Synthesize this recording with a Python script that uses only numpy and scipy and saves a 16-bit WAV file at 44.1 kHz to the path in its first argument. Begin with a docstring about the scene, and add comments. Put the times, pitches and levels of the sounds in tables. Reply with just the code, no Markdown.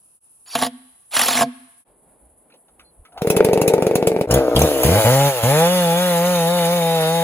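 """Impact driver and chainsaw in a clearing

Insects trill as filtered noise. An impact driver sinks two screws into a log: gear noise whirrs, each blow
starts decaying log and steel tones. A two-stroke chainsaw is pulled over and idles, burning on some turns
only, then is blipped to full speed: crank-timed pulses excite air box and muffler, noise makes the chain.
Two microphone ports hear it with their own phases and echoes; the level dips to silence three times."""
import sys
import numpy as np
from scipy import signal
from scipy.fft import rfft, irfft, next_fast_len
from scipy.io import wavfile
from scipy.ndimage import uniform_filter1d, map_coordinates

SR = 44100
rng = np.random.default_rng(int(sys.argv[2]) if len(sys.argv) > 2 else 0)


def master(y):
    """Save y as 16-bit WAV."""
    cut = np.clip(np.atleast_2d(y).T, -1, 1)
    pcm = np.round(cut * 32767)  # scale
    wavfile.write(sys.argv[1], SR, pcm.astype(np.int16))


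N = 318843

# Brief dips to silence: centre_s, fade_s (each way)
DIPS = [(0.2, 0.047), (1.844, 0.039), (4.27, 0.0077)]
# Hammer blows: start_s, level_db (relative)
BLOWS = [(0.552, -1.5), (0.588, -11.5), (0.614, -11.5), (0.622, -3.5), (0.633, -8.5), (0.646, -13),
         (0.664, -15), (1.136, -17.5), (1.165, 1.5), (1.192, -0.5), (1.214, 0.5), (1.234, -9), (1.259, -8),
         (1.283, -6), (1.307, -9), (1.329, -17), (1.351, -13), (1.371, -16.5), (1.387, -15), (1.408, -10.5),
         (1.418, -13), (1.43, -17)]
# Screws: trigger_s, at_speed_s, let_go_s, motor_db, log ring over the blow first_db, last_db
SCREWS = [(0.46, 0.56, 0.672, -28.5, -10, -6), (1.11, 1.154, 1.43, -19.5, -26.5, 4)]
# Idle levels over time: time_s, exhaust_db, rattle_db (relative)
IDLE = [(3.21, -34, -57), (3.238, -18.5, -47), (3.362, -15.5, -52.5), (4.2, -19, -52.5), (4.26, -22.5, -64)]
# Spectrum of the saw's rattle and cracks: pitch_hz, density_db (relative)
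RATTLE = [(530, -26.5), (900, -18.5), (1300, -28.5), (1940, -42.5), (2590, -22.5), (2860, -29.5),
          (4430, -33.5), (6540, -30), (8660, -27), (10800, -24.5), (13400, -33.5), (15200, -28),
          (16500, -58.5)]
# The muffler's second chamber: pitch_hz, width_hz, level_db
OUTLET = [(440, 300, -2), (893, 670, -5), (2370, 840, -5)]
# Throttle blips: open_s, shut_s, crank_hz, crank_at_shut_hz, easing of the climb (no unit), then relative
# levels: intake_db, exhaust_db, exhaust_at_shut_db, coasting_exhaust_db, chain_db, coasting_chain_db
BLIPS = [(4.296, 4.376, 53.14, 69.27, .3, -16, -18, -14, -17.5, -34.5, -41.5),
         (4.547, 4.646, 56.62, 79.36, 0.74, -14.5, -18.5, -14.5, -19.5, -26.5, -26.5),
         (4.837, 4.986, 60.46, 112.8, -0.04, -15, -19, -14.5, -19, -21, -20.5),
         (5.04, 5.279, 104.5, 142, 3, -14, -14, -17, -23.5, -21.5, -27.5),
         (5.427, 5.642, 109.1, 169.9, 0.97, -16.5, -19.5, -12.5, -17.5, -23, -26)]
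# Turning points of the speed swings flat out: time_s, crank_hz
HUNT = [(5.55, 156.1), (5.745, 181.8), (5.9, 167.3), (6.038, 181), (6.172, 169.6), (6.299, 179.6),
        (6.435, 165.9), (6.549, 176.5), (6.65, 167.7), (6.743, 175.2), (6.838, 166.1), (6.932, 164.8),
        (7.03, 159.5), (7.17, 167.4), (7.3, 164)]

SECOND_PUFF_S = .0065  # the gas column swings back and puffs again


def amp(db):
    """Decibels to linear gain."""
    return 10 ** (np.asarray(db) / 20)


def unit(x):
    """x scaled to an rms of 1."""
    return x / np.sqrt(np.mean(x ** 2) + 1e-20)


def even(x, seconds):
    """x held at a running rms of 1."""
    return x / np.sqrt(np.abs(uniform_filter1d(x ** 2, int(seconds * SR))) + 1e-9)


def along(points, hz):
    """Read (pitch_hz, value) points on a log frequency axis."""
    f, v = np.transpose(points)
    return np.interp(np.log(hz + 1), np.log(f + 1), v)


def curves(rows):
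    """A soft-edged gate open inside the rows' span, then one value per sample for each column."""
    s, *columns = np.transpose(rows)
    t = np.arange(N) / SR
    gate = uniform_filter1d(1. * ((t > s[0]) & (t < s[-1])), size=300)
    return [gate] + [np.interp(t, s, column) for column in columns]


def wobble(rate):
    """A smooth random curve, rate knots a second."""
    knots = rng.standard_normal(int(N * rate / SR) + 4)
    return map_coordinates(knots, [np.arange(N) * rate / SR])


def filtered(x, response):
    """x times a complex response of frequency."""
    m = next_fast_len(N + SR // 2)
    return irfft(rfft(x, m) * response(np.fft.rfftfreq(m, 1 / SR)), m)[..., :N]


def noise(spectrum, channels=1, patchy_db=0):
    """Coloured noise of rms 1 with time-frequency patches of random gain."""
    z = signal.stft(rng.standard_normal((channels, N)), nperseg=256)[2]
    field = uniform_filter1d(rng.standard_normal(z.shape[1:]), size=3, axis=0)
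    field = uniform_filter1d(field, size=5, axis=1)
    white = signal.istft(z * amp(patchy_db * unit(field)), nperseg=256)[1][:, :N]
    return unit(filtered(white, lambda hz: amp(along(spectrum, hz))))


def resonant(x, modes):
    """x through parallel resonances of alternating sign, modes as (pitch_hz, width_hz, level_db)."""
    def response(f):
        total = 0
        for k, (centre, width, db) in enumerate(modes):
            band = 1j * f * width
            total = total + (-1) ** k * amp(db) * band / (centre ** 2 - f * f + band)
        return total
    return filtered(x, response)


def pulses(seconds, sizes):
    """Impulses shared between the two nearest samples."""
    at = np.clip(np.asarray(seconds) * SR, 0, N - 2)
    i = at.astype(int)
    return np.bincount(i, sizes * (1 - at + i), N) + np.bincount(i + 1, sizes * (at - i), N)


def bursts(seconds, dbs, t60):
    """An envelope that rises fast at each time and dies away."""
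    t = np.arange(SR // 4) / SR
    shape = amp(-60 * t / t60) * (1 - np.exp(-t / .0015))
    return signal.fftconvolve(pulses(seconds, amp(dbs)), shape)[:N]


def turn_times(angle):
    """Moments at which the crank angle (in turns) passes a whole number."""
    return np.interp(np.arange(np.ceil(angle[0]), angle[-1]), angle, np.arange(N) / SR)


def place(x, ports, side, t60, wet_db, dull_hz):
    """Two ports hear the source at different phases and levels, plus unrelated echoes off the trees."""
    # Colour of the echoes: pitch_hz, level_db (relative)
    scatter = [(100, -26), (600, -20), (1500, -8), (4000, -2), (9000, -7), (15000, -5)]

    def port_response(hz):
        phase = np.exp(np.outer([.5j, -.5j], np.interp(hz, *np.transpose(ports))))
        return phase * amp(np.outer([.5, -.5], along(side, hz)))

    direct = filtered(x, port_response)
    hop = int(.1 * SR)  # the echo tail is redrawn this often, so its colour never stands still
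    window = np.sin(np.pi * np.arange(2 * hop) / (2 * hop))
    fall = amp(-60 * np.arange(SR // 2) / SR / t60)
    wet = np.zeros((2, N + SR))
    x = np.pad(x, (0, 2 * hop))
    for i in range(0, N, hop):
        tail = rng.standard_normal((2, len(fall))) * fall / np.linalg.norm(fall)
        echo = signal.fftconvolve([x[i:i + 2 * hop] * window], tail, axes=1)
        wet[:, i:i + echo.shape[1]] += echo
    return direct + filtered(wet[:, :N], lambda hz: amp(wet_db + along(scatter, hz)) / (1 + (hz / dull_hz) ** 2))


def insects(passage):
    """A high trill: narrow-coloured noise in each port, with a quick random flutter."""
    # Insect spectrum: pitch_hz, density_db (relative)
    trill = [(3530, -65), (6000, -42), (7870, -21), (8570, -18.5), (10200, -4.5), (10800, -11),
             (11800, -21.5), (13500, -42)]
    # Mean level in each passage, parted by the first two dips: level_db
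    passage_db = [-54, -52.5, -59.5]
    return amp(np.take(passage_db, passage) + 2.0 * wobble(50)) * noise(trill, channels=2)


def breeze():
    """Leaf noise partly shared by the ports, and low wind buffeting common to both."""
    # Breeze spectrum: pitch_hz, density_db (relative)
    leaf_colour = [(18, -30), (30, -17), (71, -27), (163, -10.5), (575, -11), (777, -13.5), (1090, -20),
                   (1190, -24.5), (5000, -43.5), (6500, -80), (11000, -120)]
    # Wind on the ports: centre_s, level_db, width_s
    gusts = [(1.9, -65.5, .04), (2.1, -63.5, .1), (2.254, -60.5, .05), (2.35, -63, .1), (2.8, -64, 0.11),
             (3.01, -45, 0.024), (3.2, -51, 0.044)]
    t = np.arange(N) / SR
    gate = curves([(DIPS[1][0],), (IDLE[0][0],)])[0]  # from the second dip until the saw catches
    leaves = noise(leaf_colour, channels=3)
    rustle = amp(-61 + 1.7 * wobble(11)) * (leaves[0] + .5 * leaves[1:])
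    push = sum(amp(db) * np.exp(-((t - s) / width) ** 2) for s, db, width in gusts)
    buffet = push * noise([(20, -24), (45, 2.0), (65, 4.0), (110, -16), (200, -67.0)])
    return gate * (rustle + buffet)


def clearing():
    """Insects throughout; steady noise of the woods up to the second dip, a breeze after it."""
    # Woods spectrum: pitch_hz, density_db (relative)
    murmur = [(35, -45), (60, 2), (937, -8), (1100, -8.5), (2250, -23.5), (2540, -13.5), (3420, -20.5),
              (7000, -15.5), (9100, -33), (15400, -120)]
    passage = np.searchsorted([s for s, _ in DIPS[:-1]], np.arange(N) / SR)
    woods = (passage < 2) * amp(-67.0) * noise(murmur, channels=2)
    return insects(passage) + breeze() + woods


def motor_level():
    """Gain of the whirr: each trigger pull swells up to speed, holds, then is braked."""
    start_db, stop_s, stop_db = -22.5, .025, -35.5  # levels against the running motor
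    level = 0
    for trigger, at_speed, let_go, db, *_ in SCREWS:
        gate, level_db = curves([(trigger, db + start_db), (at_speed, db), (let_go, db),
                                 (let_go + stop_s, db + stop_db), (let_go + 2 * stop_s, db + 1.3 * stop_db)])
        level = level + gate * amp(level_db)
    return level


def ringing_blows():
    """Each blow starts decaying log modes, louder as the screw seats, and a steel tone of unsteady phase."""
    # Log modes: pitch_hz, level_db (relative), t60_s
    log_modes = [(241, -13.5, 0.34), (255.6, -16, 0.47), (492, -12, 0.12), (703, 2, 0.081),
                 (870, 4.5, 0.026), (1092, 1.5, 0.035), (1660, -4, .03), (144, -18.5, 0.13)]
    s, db = np.transpose(BLOWS)
    seat = np.reshape([(b, first, c, last) for _, b, c, _, first, last in SCREWS], (-1, 2))
    log_db = np.interp(s, *seat.T)
    steel_hz = 3355 * np.exp(0.18 * rng.standard_normal(len(s)))  # another pitch each blow
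    t = np.arange(SR // 2) / SR
    rise = 1 - np.exp(-t / 0.0029)
    sound = np.zeros(N)
    for start, blow_db, wood_db, hz in zip(s, db, log_db, steel_hz):
        ring = 0
        for mode_hz, mode_db, t60 in log_modes:
            fade = amp(mode_db + rng.normal(0, 0.61) - 60 * t / t60)
            ring = ring + fade * np.sin(2 * np.pi * mode_hz * rng.normal(1, 0.014) * t)
        drift = np.cumsum(rng.normal(0, 0.28, len(t)))  # phase, radians
        clack = amp(-60 * t / 0.07) * np.sin(2 * np.pi * hz * t + drift)
        blow = amp(blow_db + wood_db) * ring + amp(blow_db - 12.5) * clack
        sound[int(start * SR):][:len(t)] += blow * rise
    return sound


def driver():
    """Gear noise whirrs and bursts at each hammer blow, over the ringing log and tool."""
    # Gear spectrum: pitch_hz, density_db (relative)
    gears = [(180, -60.5), (300, -19), (607, -14), (694, -6.5), (1480, -11.5), (4030, -12.5), (6780, -16),
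             (8870, -6), (10700, -13), (15400, -25), (16500, -46.5)]
    # Phase between the ports: pitch_hz, left_lead_rad
    driver_ports = [(0, 0), (2500, .1), (3270, .8), (3530, .2), (7150, 0), (7840, -3.1), (9470, -3.2),
                    (10500, -6.3), (11600, -6.3), (12500, -9.3), (14000, -9.5), (14800, -12.6)]
    s, db = np.transpose(BLOWS)
    whirr = motor_level()
    sound = (whirr + bursts(s, db - 5.5, 0.022)) * noise(gears, patchy_db=4.5)[0]
    mesh = unit(resonant(rng.standard_normal(N), [(4580, 71, 0)]))
    sound += amp(-4.5) * whirr * mesh * (np.arange(N) < s[0] * SR)  # gear mesh sings before the first blow
    sound += ringing_blows()
    return place(sound, driver_ports, side=[(100, -1.3), (9000, -1.1)], t60=1.0, wet_db=-9.5, dull_hz=2404)


def handling():
    """Resonant noise bursts knock on the housing and the cord spins the engine; apart from the hands, a thin
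    tone peeps nearby."""
    # Knocks: start_s, level_db (relative), pitch_hz
    taps = [(2.5, -49.5, 1400), (2.52, -51, 2500), (2.538, -44, 500), (2.681, -51, 802),
            (2.794, -38.5, 1350), (3.05, -40.5, 1309), (3.121, -46, 840), (3.174, -27, 827)]
    # Starter cord: time_s, level_db
    cord = [(3.08, -62), (3.104, -60), (3.18, -32), (3.198, -49.5), (3.22, -26)]
    # Thin tone: start_s, length_s, pitch_hz, level_db
    peep = (2.845, .065, 4200, -59)
    s, length, hz, db = peep
    t = np.arange(N) / SR
    swell = np.sin(np.pi * np.clip((t - s) / length, 0, 1) ** 0.49) ** .5
    sound = amp(db) * swell * np.sin(2 * np.pi * hz * t)
    for s, db, hz in taps:
        housing = [(hz, 120, 0), (1.7 * hz, 200, -4), (3200, 1500, -16)]
        sound += bursts([s], [db - 3], 0.099) * unit(resonant(rng.standard_normal(N), housing))
    gate, db = curves(cord)
    ratchet = unit(resonant(rng.standard_normal(N), [(386, 740, -20.5), (719.4, 53, 2.5)]))
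    return sound + gate * amp(db + 1.7 * wobble(76)) * ratchet


def idling():
    """Every turn puffs through the muffler twice; turns that burn add a bark, a thump and a crack."""
    # Turns that burn: start_s, bark_db, crack_db (relative)
    fired = [(3.218, -11, -25), (3.271, -19, -21.5), (3.301, -1.5, -9.5), (3.365, -6, -11.5),
             (3.404, 6.5, -43.5), (3.446, -5.5, -14), (3.486, -3, -32.5), (3.531, 1.5, -17.5),
             (3.574, 0, -26.5), (3.615, -3, -13.5), (3.678, -8.5, -11), (3.736, 1, -21), (3.779, -5.5, -50),
             (3.822, -1.5, -23.5), (3.866, 0, -21), (3.91, -7, -47.5), (3.954, -7.5, -12.5),
             (4.025, 1, -32.5), (4.071, -2.5, -13), (4.116, -8, -50), (4.162, -1.5, -51.5),
             (4.21, -1.5, -24)]
    # Muffler from behind: pitch_hz, width_hz, level_db
    idle_pipe = [(167.5, 35, 8), (448, 123, 6), (920, 110, -10.5), (1380, 77, -24.5), (2420, 320, -31)]
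    gate, exhaust_db, rattle_db = curves(IDLE)
    s, bark_db, crack_db = np.transpose(fired)
    # Burns fall on whole turns, at about 46 turns per second.
    whole = np.cumsum(np.round(np.diff(s, prepend=s[0], append=s[-1] + 1) * 46))
    when = np.interp(np.arange(whole[-1]), whole, np.append(s, s[-1] + 1))
    chance = rng.standard_normal((len(when), 3))
    when = when + 0.00073 * chance[:, 2]

    def muffler(x):
        return resonant(resonant(x, idle_pipe), OUTLET)

    puffs = pulses(when + 0.002037, amp(1.5 * chance[:, 0]))
    puffs += 0.75 * pulses(when + 0.0022 + SECOND_PUFF_S, amp(2.1 * chance[:, 1]))
    gas = rng.standard_normal(N) * bursts(when, np.full(len(when), -34.), 0.3)
    puff = gate * amp(exhaust_db - 6) * unit(muffler(resonant(puffs, [(500, 1500, 0)]) + gas))
    bark = muffler(pulses(s + 0.0012, amp(bark_db + 32.5))
                   + pulses(s + 0.00039 + SECOND_PUFF_S, amp(bark_db + 18.0)))
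    # The thump grows by 0.2 dB per dB of crack.
    thump = resonant(pulses(s + 0.0022, amp(37 + .2 * crack_db)), [(162, 63, 0.0095)])
    ticks = bursts(when, np.zeros(len(when)), 0.15)
    rattle = gate * amp(rattle_db) * (1.2 + .5 * ticks) * noise(RATTLE, patchy_db=5.5)[0]
    crack = bursts(s - .001, crack_db, 0.043) * noise(RATTLE, patchy_db=1)[0]
    return puff + bark + thump + rattle + crack


def crank():
    """Crank speed in Hz: climbs while the throttle is open, coasts down between blips, then hunts flat out."""
    u = np.linspace(0, 1, 12)
    climbs = []
    for a, b, low, high, ease, *_ in BLIPS:
        climbs.append((a + u * (b - a), low + (high - low) * np.expm1(-ease * u) / np.expm1(-ease)))
    t = np.arange(N) / SR
    s, hz = np.transpose(HUNT)
    k = np.interp(t, s, np.arange(len(s)))
    eased = k // 1 + np.sin(np.pi / 2 * (k % 1)) ** 2  # rounds the turning points
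    hunting = np.interp(eased, np.arange(len(s)), hz)
    return np.where(t < BLIPS[-1][1], np.interp(t, *np.hstack(climbs)), hunting)


def throttle(speed):
    """Gate, throttle opening and levels of intake, exhaust and chain: from the blips, then from the speed."""
    # Intake, exhaust, chain flat out: at_crank_hz, level_db, slope_db_per_hz, lag_s, drift_db_per_s
    flat_out = [(172.5, -20, 0, .03, -2), (175, -18, -0.02, 0.042, -.5), (171, -25, 0.0845, .03, -1.5)]
    open_s, shut_s = 0.0086, 0.052  # the carburettor answers the finger
    rows, coast = [], (-30, -26, -58)
    for a, b, _, _, _, intake, exhaust, at_shut, exhaust_coast, chain, chain_coast in BLIPS:
        sagged = intake - 13.5 * (b - a)  # the intake fades as the climb goes on
        rows += [(a, *coast, 0), (a + open_s, intake, exhaust, chain, 1), (b, sagged, at_shut, chain, 1)]
        coast = (intake - 23, exhaust_coast, chain_coast)
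        rows += [(b + shut_s, *coast, 0)]
    t = np.arange(N) / SR
    end = BLIPS[-1][1]
    flat = np.clip((t - end) / shut_s, 0, 1)
    held = [db + slope * (np.interp(t - lag, t, speed) - hz) + drift * (t - end)
            for hz, db, slope, lag, drift in flat_out]
    _, *levels, opened = curves(rows[:-1])  # the last blip stays open
    return [t > DIPS[-1][0], opened] + [(1 - flat) * x + flat * y for x, y in zip(levels, held)]


def exhaust_bark(speed, slow, burns, swung):
    """Burn pulses ring the muffler, crossfading from cool to hot-gas resonances, over turbulent gas."""
    # Muffler with hot gas at speed: pitch_hz, width_hz, level_db
    hot_pipe = [(518.4, 96, 9.5), (683, 100, 2), (827, 36.7, 6.5), (2320, 300, -51.5), (1176, 67, -17),
                (3370, 170, -24.5)]
    # Muffler from the side at low speed: pitch_hz, width_hz, level_db
    cool_pipe = [(278, 90, 6), (520, 78, 7.5), (670, 95, 3.5), (1390, 200, -8.5)]
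    hot = np.clip((speed - 80) / 40, 0, 1)
    cool_ring = unit(resonant(resonant(swung, cool_pipe), OUTLET))
    pulsed = even(hot * unit(resonant(burns, hot_pipe)) + (1 - hot) * cool_ring, .05)
    turbulence = unit(resonant(rng.standard_normal(N), [(615, 480, 10.0), (1353, 1200, -7.5)]))
    return pulsed + (0.087 + 0.27 * slow) * turbulence


def chain_hiss(speed, angle, burns):
    """Chain and fan noise beats once a turn; a casing resonance sings on the crank orders near it."""
    # Chain spectrum: pitch_hz, density_db (relative)
    chain_colour = [(530, -29), (900, -25.5), (1110, -23), (3150, -21), (3560, -24.5), (5320, -27.5),
                    (7120, -20), (8550, -25), (9310, -16.5), (11300, -19), (12500, -16), (13300, -27),
                    (15200, -16), (15900, -40), (16500, -61.5)]
    rise = np.clip((np.arange(N) / SR - HUNT[1][0]) / 0.802, 0, 1)  # the casing resonance creeps up
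    low, high = (even(resonant(resonant(burns, [(hz, 240, 0)]), [(hz, 240, 0)]), 0.043) for hz in (3420, 3650))
    sing_level = amp(2.586 * wobble(7)) * np.clip((speed - 130) / 30, 0, 1)
    sing = sing_level * (0.44 * (1 - rise) * low + 0.3 * rise * high)
    beat = 1 + 0.075 * np.cos(2 * np.pi * angle) + 0.1 * wobble(45)
    return beat * noise(chain_colour, patchy_db=2.0)[0] + sing


def revving():
    """One pulse a turn: the air box booms, the muffler barks, chain and fan hiss in time with the crank."""
    # Hard burns as the throttle opens: start_s, level_db (relative)
    hard_burns = [(4.2856, -33), (4.309, -5.5), (4.3214, -15.5), (4.3397, -4), (4.3564, -21), (4.562, -4),
                  (4.591, -7.5), (4.6044, -14), (4.6165, -3), (4.833, -4.5), (4.8616, -11.5),
                  (5.4271, -16.5)]
    # Air box: pitch_hz, width_hz, level_db per pass (two passes)
    air_box = [(104.8, 142, 6.5)]
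    # Single burns while coasting: time_s, level_db (added pulse against an even turn)
    stray_burns = [(4.48, 4), (4.715, 2)]
    speed = crank()
    gate, opened, intake_db, exhaust_db, chain_db = throttle(speed)
    angle = np.cumsum(speed) / SR
    when = turn_times(angle)
    # Slow turns are uneven, less so with the throttle shut.
    slow = np.clip((150 - speed) / 100, .06, 1) * (.25 + .75 * opened)
    rough = slow[(when * SR).astype(int)]
    chance = rng.standard_normal((len(when), 3))
    when = when + .0003 * rough * chance[:, 0]
    burns = pulses(when, amp(2 * rough * chance[:, 1]))
    s, db = np.transpose(stray_burns)
    stray = pulses(when[np.searchsorted(when, s - .008)], amp(db))
    swung = burns + stray + pulses(when + SECOND_PUFF_S, 0.77 * amp(9.3 * rough * chance[:, 2]))
    boom = amp(intake_db) * even(resonant(resonant(burns, air_box), air_box), .04)
    bark = amp(exhaust_db) * exhaust_bark(speed, slow, burns, swung)
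    hiss = amp(chain_db) * chain_hiss(speed, angle, burns)
    s, db = np.transpose(hard_burns)
    cracks = bursts(s, db - 1.5, 0.026) * noise(RATTLE, patchy_db=6.5)[0]
    return gate * (boom + resonant(bark + hiss, [(908, 11800, 0)])) + cracks


def scene():
    """The clearing, the driver, then the saw, the hands on it and a thin peep nearby, placed at the same ports."""
    # Phase between the ports: pitch_hz, left_lead_rad
    saw_ports = [(0, 0), (1460, .8), (3010, 2), (3400, 3.5), (3700, 2.7), (5940, 3.4), (6400, 5.8),
                 (7320, 4.2), (8960, 2.9), (10400, .1), (11600, -.1), (12500, -3), (14300, -3.4),
                 (15200, -6.3)]
    # Level between the ports: pitch_hz, left_over_right_db
    saw_side = [(100, 0), (250, .5), (500, 1.9), (1000, .8), (2000, -.9), (4000, -.8), (8000, 0)]
    saw = place(idling() + revving(), saw_ports, saw_side, t60=.11, wet_db=3, dull_hz=20000)
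    hands = place(handling(), saw_ports, saw_side, t60=.15, wet_db=-3, dull_hz=3000)
    return clearing() + driver() + hands + saw


def record(dry):
    """The level dips by short fades out and in; peaks are clipped and nothing is kept above 16.8 kHz."""
    t = np.arange(N) / SR
    fade = np.prod([np.clip(np.abs(t - s) / width, 0, 1) for s, width in DIPS], axis=0)
    return filtered(np.clip(dry * fade, -.97, .97), lambda hz: hz < 16800)


dry = scene()
out = record(dry)
master(out)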